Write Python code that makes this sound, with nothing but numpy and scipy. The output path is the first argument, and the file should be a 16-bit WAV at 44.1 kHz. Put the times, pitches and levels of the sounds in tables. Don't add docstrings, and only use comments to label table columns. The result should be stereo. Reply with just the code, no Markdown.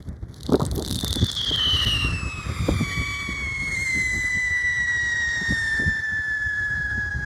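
import sys
import numpy as np
from scipy import signal
from scipy.fft import rfft, irfft, next_fast_len
from scipy.io import wavfile
from scipy.ndimage import uniform_filter1d

SR = 44100
rng = np.random.default_rng(int(sys.argv[2]) if len(sys.argv) > 2 else 0)


def unload_wav(signal):
    wavfile.write(
        sys.argv[1],
        SR,
        np.round(np.clip(np.atleast_2d(signal).T, -1, 1) * 32767).astype(np.int16),
    )


N = 319725
TIME = np.arange(N) / SR

# time in seconds, pitch in Hz.
NOTE_PITCH = [(0.8, 3570), (0.99, 3583), (1.35, 3398), (1.6, 3063), (1.76, 3007), (1.775, 2900),
              (1.8, 2984), (1.84, 2863), (1.98, 2806), (2.19, 2622), (2.36, 2576), (2.55, 2443),
              (2.72, 2411), (2.86, 2280), (3.19, 2279), (3.42, 2230), (3.45, 2180), (3.63, 2169),
              (3.75, 2152), (3.77, 2087), (3.85, 2158), (3.87, 2089), (4.11, 2018), (4.65, 1963),
              (5.15, 1897), (5.55, 1841), (5.565, 1819), (5.79, 1776), (5.95, 1767), (6.76, 1689),
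              (7.25, 1659)]
# time in seconds, note level in dB, roughness (0 is smooth, capped at 1).
NOTE_STRENGTH = [(0.2, -72.5, 1.1), (0.5, -36.5, 1.1), (0.72, -45, 1.7), (0.98, -29.5, 0.77),
                 (1.35, -23, 0.89), (1.68, -14, 0.46), (2.0, -13.5, 0.44), (2.24, -20.5, 0.16),
                 (2.42, -20.5, 0.25), (2.6, -20, 0.37), (2.86, -24.5, 0.4), (3.08, -20.5, 0.25),
                 (3.3, -24, 0.31), (3.58, -24, 0.37), (4.0, -20.5, 0.23), (4.4, -22.5, 0.24),
                 (4.95, -21.5, 0.25), (5.5, -25, 0.35), (5.8, -23.5, 0.28), (6.1, -25.5, 0.28),
                 (6.72, -25, 0.25), (7.25, -30.5, 0.37)]
# multiple of the pitch, level in dB.
NOTE_OVERTONES = [(2, -7.5), (3, -1.5), (4, -4.5), (5, -12.5), (6, -33), (7, -30)]
# frequency in Hz, gain in dB.
OVERTONE_COLOUR = [(1000, 10), (4500, 9), (5050, 4), (5600, 2.5), (8100, -1.5), (8700, 1.5), (9400, -13.5),
                   (10100, -9), (11500, -3), (13500, -22)]
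# multiple of the pitch, level in dB.
HALFWAY_TONES = [(0.5, -5.5), (1.5, -2.5), (2.5, -18.5), (3.5, -16)]
# centre in seconds, length in seconds, level in dB, phase drift in radians.
ALTERNATING_SPELLS = [(3.077, 0.88, -36, 0.5), (5.292, 2.13, -47, 1), (7.16, 0.89, -47.5, 1.0)]
# time in seconds, depth in dB, length in seconds.
NOTE_DIPS = [(3.08, 6, 0.0075), (3.338, 7, 0.01), (5.428, 2, 0.08), (6.021, 7.5, 0.028), (6.386, 7, 0.013),
             (6.749, 5.5, 0.0088), (6.835, 3.5, 0.014), (7.101, 10, 0.011), (7.18, 8.5, 0.017)]
# time in seconds, hiss level in dB, treble gain in dB.
JET_FORCE = [(0, -47.5, -7), (0.18, -67, -6), (0.38, -46.5, -6), (0.7, -48, -9.5), (1.03, -36.5, -22),
             (1.3, -25, -27), (1.62, -29.5, -16), (1.9, -30, -5), (2.25, -35, -26), (2.45, -36, -9),
             (2.68, -30.5, -4), (3.1, -34, -10), (3.48, -37.5, -14), (3.8, -31.5, -7), (4.2, -34, -5),
             (4.6, -36, -13.5), (5.33, -30, -27), (5.53, -29, -12.5), (6.1, -39.5, -16), (7.25, -42.5, -16)]
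# frequency in Hz, gain in dB.
HISS_COLOUR = [(200, -20), (450, 0), (750, -8), (1200, -3), (1550, 1), (2100, 0.5), (2700, -10.5),
               (3200, 0.5), (4000, -5.5), (5050, -3.5), (5800, -3.5), (8100, -10.5), (8800, -11.5),
               (10200, -1.5), (12500, -11.5), (16000, -23)]
# that tone's multiple of the pitch, level in dB.
RASP_BANDS = [(1, -14.5), (1.5, -17.5), (2, -25), (3, -31)]
# centre in seconds, length in seconds, middle frequency in Hz, level in dB.
JET_RUSHES = [(0.532, 0.28, 4200, -39), (0.77, 0.1, 9700, -41), (0.775, 0.084, 12100, -39),
              (0.777, 0.09, 14600, -45), (1.23, 0.18, 6450, -30), (1.343, 0.32, 4470, -20),
              (1.344, 0.2, 5270, -22.5), (1.792, 0.54, 4020, -19), (1.806, 0.68, 1850, -18.5),
              (1.906, 0.62, 5300, -33), (2.667, 0.28, 3400, -27), (4.053, 0.82, 7370, -27.5),
              (5.681, 0.47, 8770, -35.5)]
# start in seconds, level in dB.
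FUEL_POPS = [(0.025, -33), (0.088, -31), (0.342, -25.5), (0.407, -22), (0.4313, -17.5), (0.4643, -17),
             (0.5018, -23), (0.522, -17.5), (0.5328, -15), (0.555, -13), (0.5962, -18), (0.6039, -21),
             (0.6163, -16.5), (0.6292, -17), (0.6513, -11.5), (0.685, -31), (0.713, -12.5), (0.76, -14),
             (0.7787, -13), (0.7948, -12), (0.8232, -10.5), (0.8482, -11.5), (0.8551, -22), (0.8618, -13),
             (0.8765, -10.5), (0.883, -12), (0.895, -15), (0.904, -14), (0.91, -4.5), (0.925, -8.5),
             (0.9299, -14), (0.9449, -9), (0.956, -7), (0.9619, -13), (0.9693, -17), (0.9885, -10),
             (1.0008, -11), (1.009, -5.5), (1.0296, -15), (1.045, -2), (1.0793, -6), (1.1068, -8),
             (1.128, -4), (1.1384, -11), (1.157, -6), (1.197, -26), (1.226, -31), (1.244, -13),
             (1.2664, -13), (1.301, -20), (1.315, -7.5), (1.331, -19), (1.341, -24), (1.351, -16),
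             (1.4148, -28), (1.4474, -15.5), (1.503, -23), (1.559, -17.5), (1.848, -15)]
# frequency in Hz, gain in dB.
SPUTTER_COLOUR = [(300, -6), (1500, -15), (2300, -17.5), (3700, 3), (5200, -3), (7000, -7), (9800, -7.5),
                  (12500, -14.5), (16000, -25)]
# time in seconds, level in dB.
WIND_STRENGTH = [(0, -30.5), (0.22, -35.5), (0.65, -25.5), (1.15, -28), (1.38, -27.5), (1.68, -22.5),
                 (2.15, -24), (2.32, -30), (2.62, -21), (3.05, -28), (4.05, -29), (4.6, -35.5),
                 (5.1, -32.5), (5.65, -31), (6.25, -37.5), (7.25, -29)]
# frequency in Hz, gain in dB.
WIND_COLOUR = [(15, 10.5), (30, -19), (45, -1), (60, 6.5), (95, 2.5), (140, -2.5), (200, -9.5), (350, -14),
               (550, -20), (900, -28.5), (2000, -31), (5000, -109.5)]
# peak time in seconds, length in seconds, level in dB, middle frequency in Hz.
WIND_THUMPS = [(0.08, 0.028, -28.5, 125), (0.496, 0.03, -19.5, 337), (0.524, 0.011, -6, 340),
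               (0.544, 0.012, -2.5, 296), (0.566, 0.016, -19.5, 302), (0.599, 0.0067, -12, 453),
               (0.605, 0.0051, -19, 1090), (0.617, 0.0084, -18, 790), (0.622, 0.008, -9, 168),
               (0.638, 0.028, -24, 420), (0.724, 0.0091, -25, 398), (0.787, 0.072, -20.5, 327),
               (0.916, 0.093, -21.5, 159), (1.038, 0.0083, -15, 242), (1.164, 0.012, -15, 267),
               (1.188, 0.03, -15.5, 91), (1.228, 0.019, -4.5, 137), (1.513, 0.0096, -18, 457),
               (1.674, 0.034, -25.5, 216), (2.049, 0.02, -17, 154), (2.139, 0.049, -16, 88.4),
               (2.234, 0.012, -24, 109.2), (2.609, 0.047, -17, 100), (2.689, 0.0092, -6, 390),
               (2.723, 0.036, -22.5, 223), (2.756, 0.028, -16, 80.1), (2.808, 0.006, -8.5, 257.9),
               (2.819, 0.016, -11, 142.3), (2.976, 0.032, -21, 135), (3.291, 0.022, -24.5, 194),
               (3.626, 0.023, -26.5, 191), (3.966, 0.045, -23.5, 187.1), (4.169, 0.013, -23, 126.2),
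               (4.364, 0.047, -30.5, 117.5), (4.801, 0.031, -31.5, 121.1), (5.418, 0.01, -20, 202.8),
               (5.501, 0.027, -15.5, 105), (5.524, 0.0069, -18, 233), (5.8, 0.0062, -18, 219),
               (5.826, 0.021, -24, 286), (5.874, 0.029, -14, 100), (6.126, 0.029, -30, 117.9),
               (6.777, 0.05, -29.5, 120.2), (6.978, 0.021, -24.5, 171.3), (7.16, 0.03, -20.5, 85.2)]
# frequency in Hz, phase lead in radians.
FIREWORK_LEAD = [(1550, -.1), (2000, 1.35), (2200, 2.05), (2290, 2.52), (2440, 3.08), (2570, 3.45),
                 (2720, 3.52), (3000, 3.95), (3300, 4.45), (3850, 6.0), (4850, 6.1), (5200, 7.6),
                 (6200, 6.7), (7400, 7.9), (8550, 7), (8950, 9), (9800, 6.5), (16000, 6.6)]
# frequency in Hz, lead in radians.
WIND_LEAD = [(50, 0.15), (140, 1.08), (260, 1.22), (420, 1.87), (600, 2.1), (780, 2)]


def whistle(loud_db=-15, shake_hz=195, restart_sharp_hz=320, settle_s=0.009, flat_hz_per_db=4):
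    pitch, level_db, rough = burning()
    dip_db = faltering()
    sharp = restart_sharp_hz * gain_of(level_db - loud_db) * np.exp(-since_pop() / settle_s)
    flat = flat_hz_per_db * dip_db
    shake = shake_hz * rough ** 1.4 * gain_of(0.45 * (level_db - loud_db)) * wander(240)
    phase = 2 * np.pi * np.cumsum(pitch + sharp - flat + shake) / SR
    note = fade_in(TIME, 0.7, 0.25) * gain_of(level_db) * np.sin(phase)
    note += fade_in(TIME, 1.15, 0.25) * overtones(phase, pitch, rough)
    note += halfway_tones(phase)
    unsteady_db = np.sqrt(rough) * (wander(140) + 0.8 * wander(24))
    return np.sqrt(2) * note * gain_of(unsteady_db - dip_db)


def overtones(phase, pitch, rough, usual_jet_db=-32, blur_radians=0.06):
    force_db = follow(JET_FORCE)[0] - usual_jet_db
    drive_db = -40.5 + 1.27 * force_db - 22.5 * np.maximum(rough - 0.14, 0)
    flare_db = 9 * bell(TIME, 2.0, 0.46)
    out = np.zeros(N)
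    for multiple, db in NOTE_OVERTONES:
        colour_db = colour_at(OVERTONE_COLOUR, multiple * pitch) + 0.2 * wander(33)
        strength = gain_of(drive_db + db + colour_db + (multiple == 2) * flare_db)
        out += strength * np.sin(multiple * (phase + blur_radians * wander(100)))
    return out


def halfway_tones(phase):
    strength, weighted_drift = np.zeros((2, N))
    for centre, length, db, radians in ALTERNATING_SPELLS:
        spell = gain_of(db + arch_db(TIME, centre, length, edge_db=-6.5))
        strength += spell
        weighted_drift += spell * (radians + np.minimum((2 * (TIME - centre) / length) ** 2, 2))
    drift = weighted_drift / (strength + 1e-12)
    return strength * sum(gain_of(db + 0.2 * wander(46)) * np.sin(multiple * phase + drift * wander(41))
                          for multiple, db in HALFWAY_TONES)


def burning(t=TIME):
    level_db, rough = follow(NOTE_STRENGTH, t)
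    return follow(NOTE_PITCH, t)[0], level_db, np.clip(rough, 0, 1)


def faltering(stumbles_per_s=19, stumble_db=2.3, stumble_s=0.015):
    t = np.arange(-2 * stumble_s, 2 * stumble_s, 1 / SR)
    depths = (rng.random(N) < stumbles_per_s / SR) * stumble_db * (0.5 + rng.random(N))
    stumbles = signal.oaconvolve(depths, bell(t, 0, stumble_s), "same")
    dips = sum(db * bell(TIME, centre, length) for centre, db, length in NOTE_DIPS)
    return stumbles - stumbles.mean() + dips


def flame_strength(lowest=0.1, recover_s=0.013):
    return 1 - (1 - lowest) * np.exp(-(since_pop() / recover_s) ** 2)


def since_pop(delay_s=0.0024):
    starts = np.append(-1, np.array(FUEL_POPS)[:, 0] + delay_s)
    return TIME - starts[np.searchsorted(starts, TIME) - 1]


def jet(patchy_db=2.5, flicker_db=3.5, spit_db=5.5):
    hz, t, grid = signal.stft(rng.standard_normal(N), SR, nperseg=512, noverlap=384)
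    hz = hz[:, None]
    pitch, note_db, rough = burning(t)
    roar = 2 * gain_of(note_db - 11.5 + 8 * rough) * band(hz, pitch - 110, 230)
    hollow_db = -20.5 + swell_db(t, 1.69, 2.47, rise_db_per_s=36, fade_db_per_s=15)
    hollow = gain_of(hollow_db) * band(hz, 1220, 110)
    rushes = sum(gain_of(db + arch_db(t, centre, length)) * band(hz, middle, 0.076 * middle)
                 for centre, length, middle, db in JET_RUSHES)
    power = roar ** 2 + hollow ** 2 + rushes ** 2 + rasp(hz, t, pitch) ** 2 + hiss(hz, t, pitch) ** 2
    patches = uniform_filter1d(rng.standard_normal(grid.shape), size=6, axis=0)
    patches = unit_level(uniform_filter1d(patches, size=24, axis=1))
    grid = grid * np.sqrt(power) * gain_of(patchy_db * patches)
    gas = signal.istft(grid, SR, nperseg=512, noverlap=384)[1][:N]
    uneven = burning()[2]
    return gas * gain_of(uneven * (flicker_db * wander(31) + spit_db * uneven * wander(990)))


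def rasp(hz, t, pitch):
    below = sum(gain_of(db) * band(hz, multiple * pitch - 320, 59) for multiple, db in RASP_BANDS)
    above = gain_of(-14) * band(hz, pitch + 170, 65)
    return (below + above) * gain_of(arch_db(t, centre=2.99, length=0.69))


def hiss(hz, t, pitch):
    force_db, treble_db = follow(JET_FORCE, t)
    multiple = hz / pitch
    ripple_db = 0.6 * fade_in(t, 1, 1) * np.cos(2 * np.pi * multiple)
    ripple_db += 3.5 * fade_in(t, 2.57, 0.2) * np.cos(4 * np.pi * multiple)
    top_db = treble_db * np.clip((hz - 7500) / 3200, 0, 1)
    return gain_of(force_db - 3.5 + colour_at(HISS_COLOUR, hz) + top_db + ripple_db)


def sputter(flame, snap_s=0.00017, spit_s=0.003, peak_crackles_per_s=420, alike=0.8):
    t = np.arange(512) / SR
    shape = np.exp(-t / snap_s) + 0.16 * np.exp(-t / spit_s)
    pops = np.zeros((2, N))
    for start, db in FUEL_POPS:
        pop = noise_pair(len(t), alike) * shape
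        pop /= np.linalg.norm(pop, axis=1, keepdims=True)
        add(pops, start + 0.001124, 2 * gain_of(db + 7) * pop)
    busy_db = swell_db(TIME, 1, 1.5, rise_db_per_s=25, fade_db_per_s=38)
    crackles_per_s = peak_crackles_per_s * gain_of(1.1 * busy_db)
    sizes = gain_of(-21.5 + busy_db + 4 * np.minimum(rng.exponential(1, N), 3))
    grains = (rng.random(N) < crackles_per_s / SR) * sizes * flame
    crackle = signal.oaconvolve(grains, shape / np.linalg.norm(shape))[:N] * noise_pair(N, alike)
    crackle = filtered(crackle, lambda f: low_pass(f, 8000, 4))
    return filtered(pops + crackle, lambda f: gain_of(colour_at(SPUTTER_COLOUR, f)))


def tick(start_s=0.6645, hz=8350, level_db=-15, ring_s=0.00072):
    t = np.maximum(TIME - start_s, 0)
    return gain_of(level_db) * np.sin(2 * np.pi * hz * t) * np.exp(-t / ring_s)


def echoes(sound, die_away_s=0.83, echo_db=-15, side_db=-25, echoes_per_s=900):
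    t = np.arange(SR) / SR
    bounces = rng.standard_normal((2, SR)) * (rng.random((2, SR)) < echoes_per_s / SR)
    bounces *= gain_of(-60 * t / die_away_s) * (t > 0.006)
    bounces /= np.linalg.norm(bounces, axis=1, keepdims=True)
    shared, side = signal.fftconvolve(sound[None], bounces, axes=1)[:, :N]
    side = gain_of(side_db) * filtered(side, lambda f: 1 - low_pass(f, 5200, 6))
    return gain_of(echo_db) * shared + np.array([side, -side])


def wind(lumpy_db=3.5):
    rumble = filtered(noise_pair(N, alike=0.69), lambda f: gain_of(colour_at(WIND_COLOUR, f)))
    return unit_level(rumble * gain_of(lumpy_db * wander(19))) * gain_of(follow(WIND_STRENGTH)[0])


def buffets(grit_db=2.5, case_hz=1200, overload=0.75):
    out = np.zeros((2, N))
    for peak, length, db, hz in WIND_THUMPS:
        t = np.arange(-2 * length, 2 * length, 1 / SR)
        slope_s = length * np.where(t < 0, 0.3, 0.6)
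        thump = noise_pair(len(t), alike=0.9) * np.exp(-abs(t) / slope_s)
        thump = filtered(thump, lambda f: (1 - low_pass(f, 1.05 * hz, 2))
                         * low_pass(f, hz, 3.62) * low_pass(f, 1700, 6))
        thump *= np.sqrt(length * SR / (thump ** 2).sum(1, keepdims=True))
        add(out, peak - 2 * length, gain_of(db - 5.5) * thump)
    out *= gain_of(grit_db * wander(140))
    case_db = np.array([[-1], [10]])
    out = filtered(out, lambda f: gain_of(case_db * band(f, case_hz, 350)))
    out = overload * np.tanh(out / overload)
    return filtered(out, lambda f: low_pass(f, 2400, 8))


def left_dip(pair, dip_db=-7):
    left = filtered(pair[0], lambda f: gain_of(dip_db * band(f, 5050, 200)))
    return np.array([left, pair[1]])


def delay_right(pair, lead):
    right = filtered(pair[1], lambda f: np.exp(-1j * colour_at(lead, f)))
    return np.array([pair[0], right])


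def gain_of(db):
    return 10 ** (np.asarray(db) / 20)


def unit_level(x):
    return x / np.sqrt(np.mean(abs(x) ** 2) + 1e-20)


def follow(rows, t=TIME):
    times, *columns = np.transpose(rows)
    return [np.interp(t, times, column) for column in columns]


def colour_at(rows, hz):
    frequencies, values = np.transpose(rows)
    return np.interp(np.log(hz + 1), np.log(frequencies + 1), values)


def filtered(x, response):
    size = x.shape[-1]
    padded = next_fast_len(size + 4096)
    return irfft(rfft(x, padded) * response(np.fft.rfftfreq(padded, 1 / SR)), padded)[..., :size]


def band(hz, middle_hz, width_hz):
    return 1 / (1 + ((hz - middle_hz) / width_hz) ** 2)


def low_pass(hz, edge_hz, steepness):
    return 1 / (1 + (hz / edge_hz) ** steepness)


def wander(rate_hz):
    return unit_level(filtered(rng.standard_normal(N), lambda f: low_pass(f, rate_hz, 2)))


def noise_pair(size, alike):
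    left, other = rng.standard_normal((2, size))
    return np.array([left, alike * left + np.sqrt(1 - alike ** 2) * other])


def add(mix, start_s, sound):
    part = mix[..., max(round(start_s * SR), 0):][..., :sound.shape[-1]]
    part += sound[..., :part.shape[-1]]


def fade_in(t, start, length):
    return np.clip((t - start) / length, 0, 1)


def bell(t, centre, length):
    return np.exp(-(2 * (t - centre) / length) ** 2)


def arch_db(t, centre, length, edge_db=-10):
    return edge_db * (2 * (t - centre) / length) ** 2


def swell_db(t, start, end, rise_db_per_s, fade_db_per_s):
    return -rise_db_per_s * np.maximum(start - t, 0) - fade_db_per_s * np.maximum(t - end, 0)


def scene():
    flame = flame_strength()
    firework = flame * (whistle() + jet()) + sputter(flame)
    distant = left_dip(firework + tick() + echoes(firework.mean(0)))
    return delay_right(distant, FIREWORK_LEAD) + delay_right(wind() + buffets(), WIND_LEAD)


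def record(dry, low_cut_hz=38, top_hz=16300, fade_s=0.005):
    sound = filtered(dry, lambda f: 1 - low_pass(f, low_cut_hz, 4))
    sound *= fade_in(np.minimum(TIME, TIME[-1] - TIME), 0, fade_s) ** 2
    treble_cut = signal.firwin(511, top_hz, window=("kaiser", 9), fs=SR)
    return signal.oaconvolve(sound, treble_cut[None], "same")


dry = scene()
out = record(dry)
unload_wav(out)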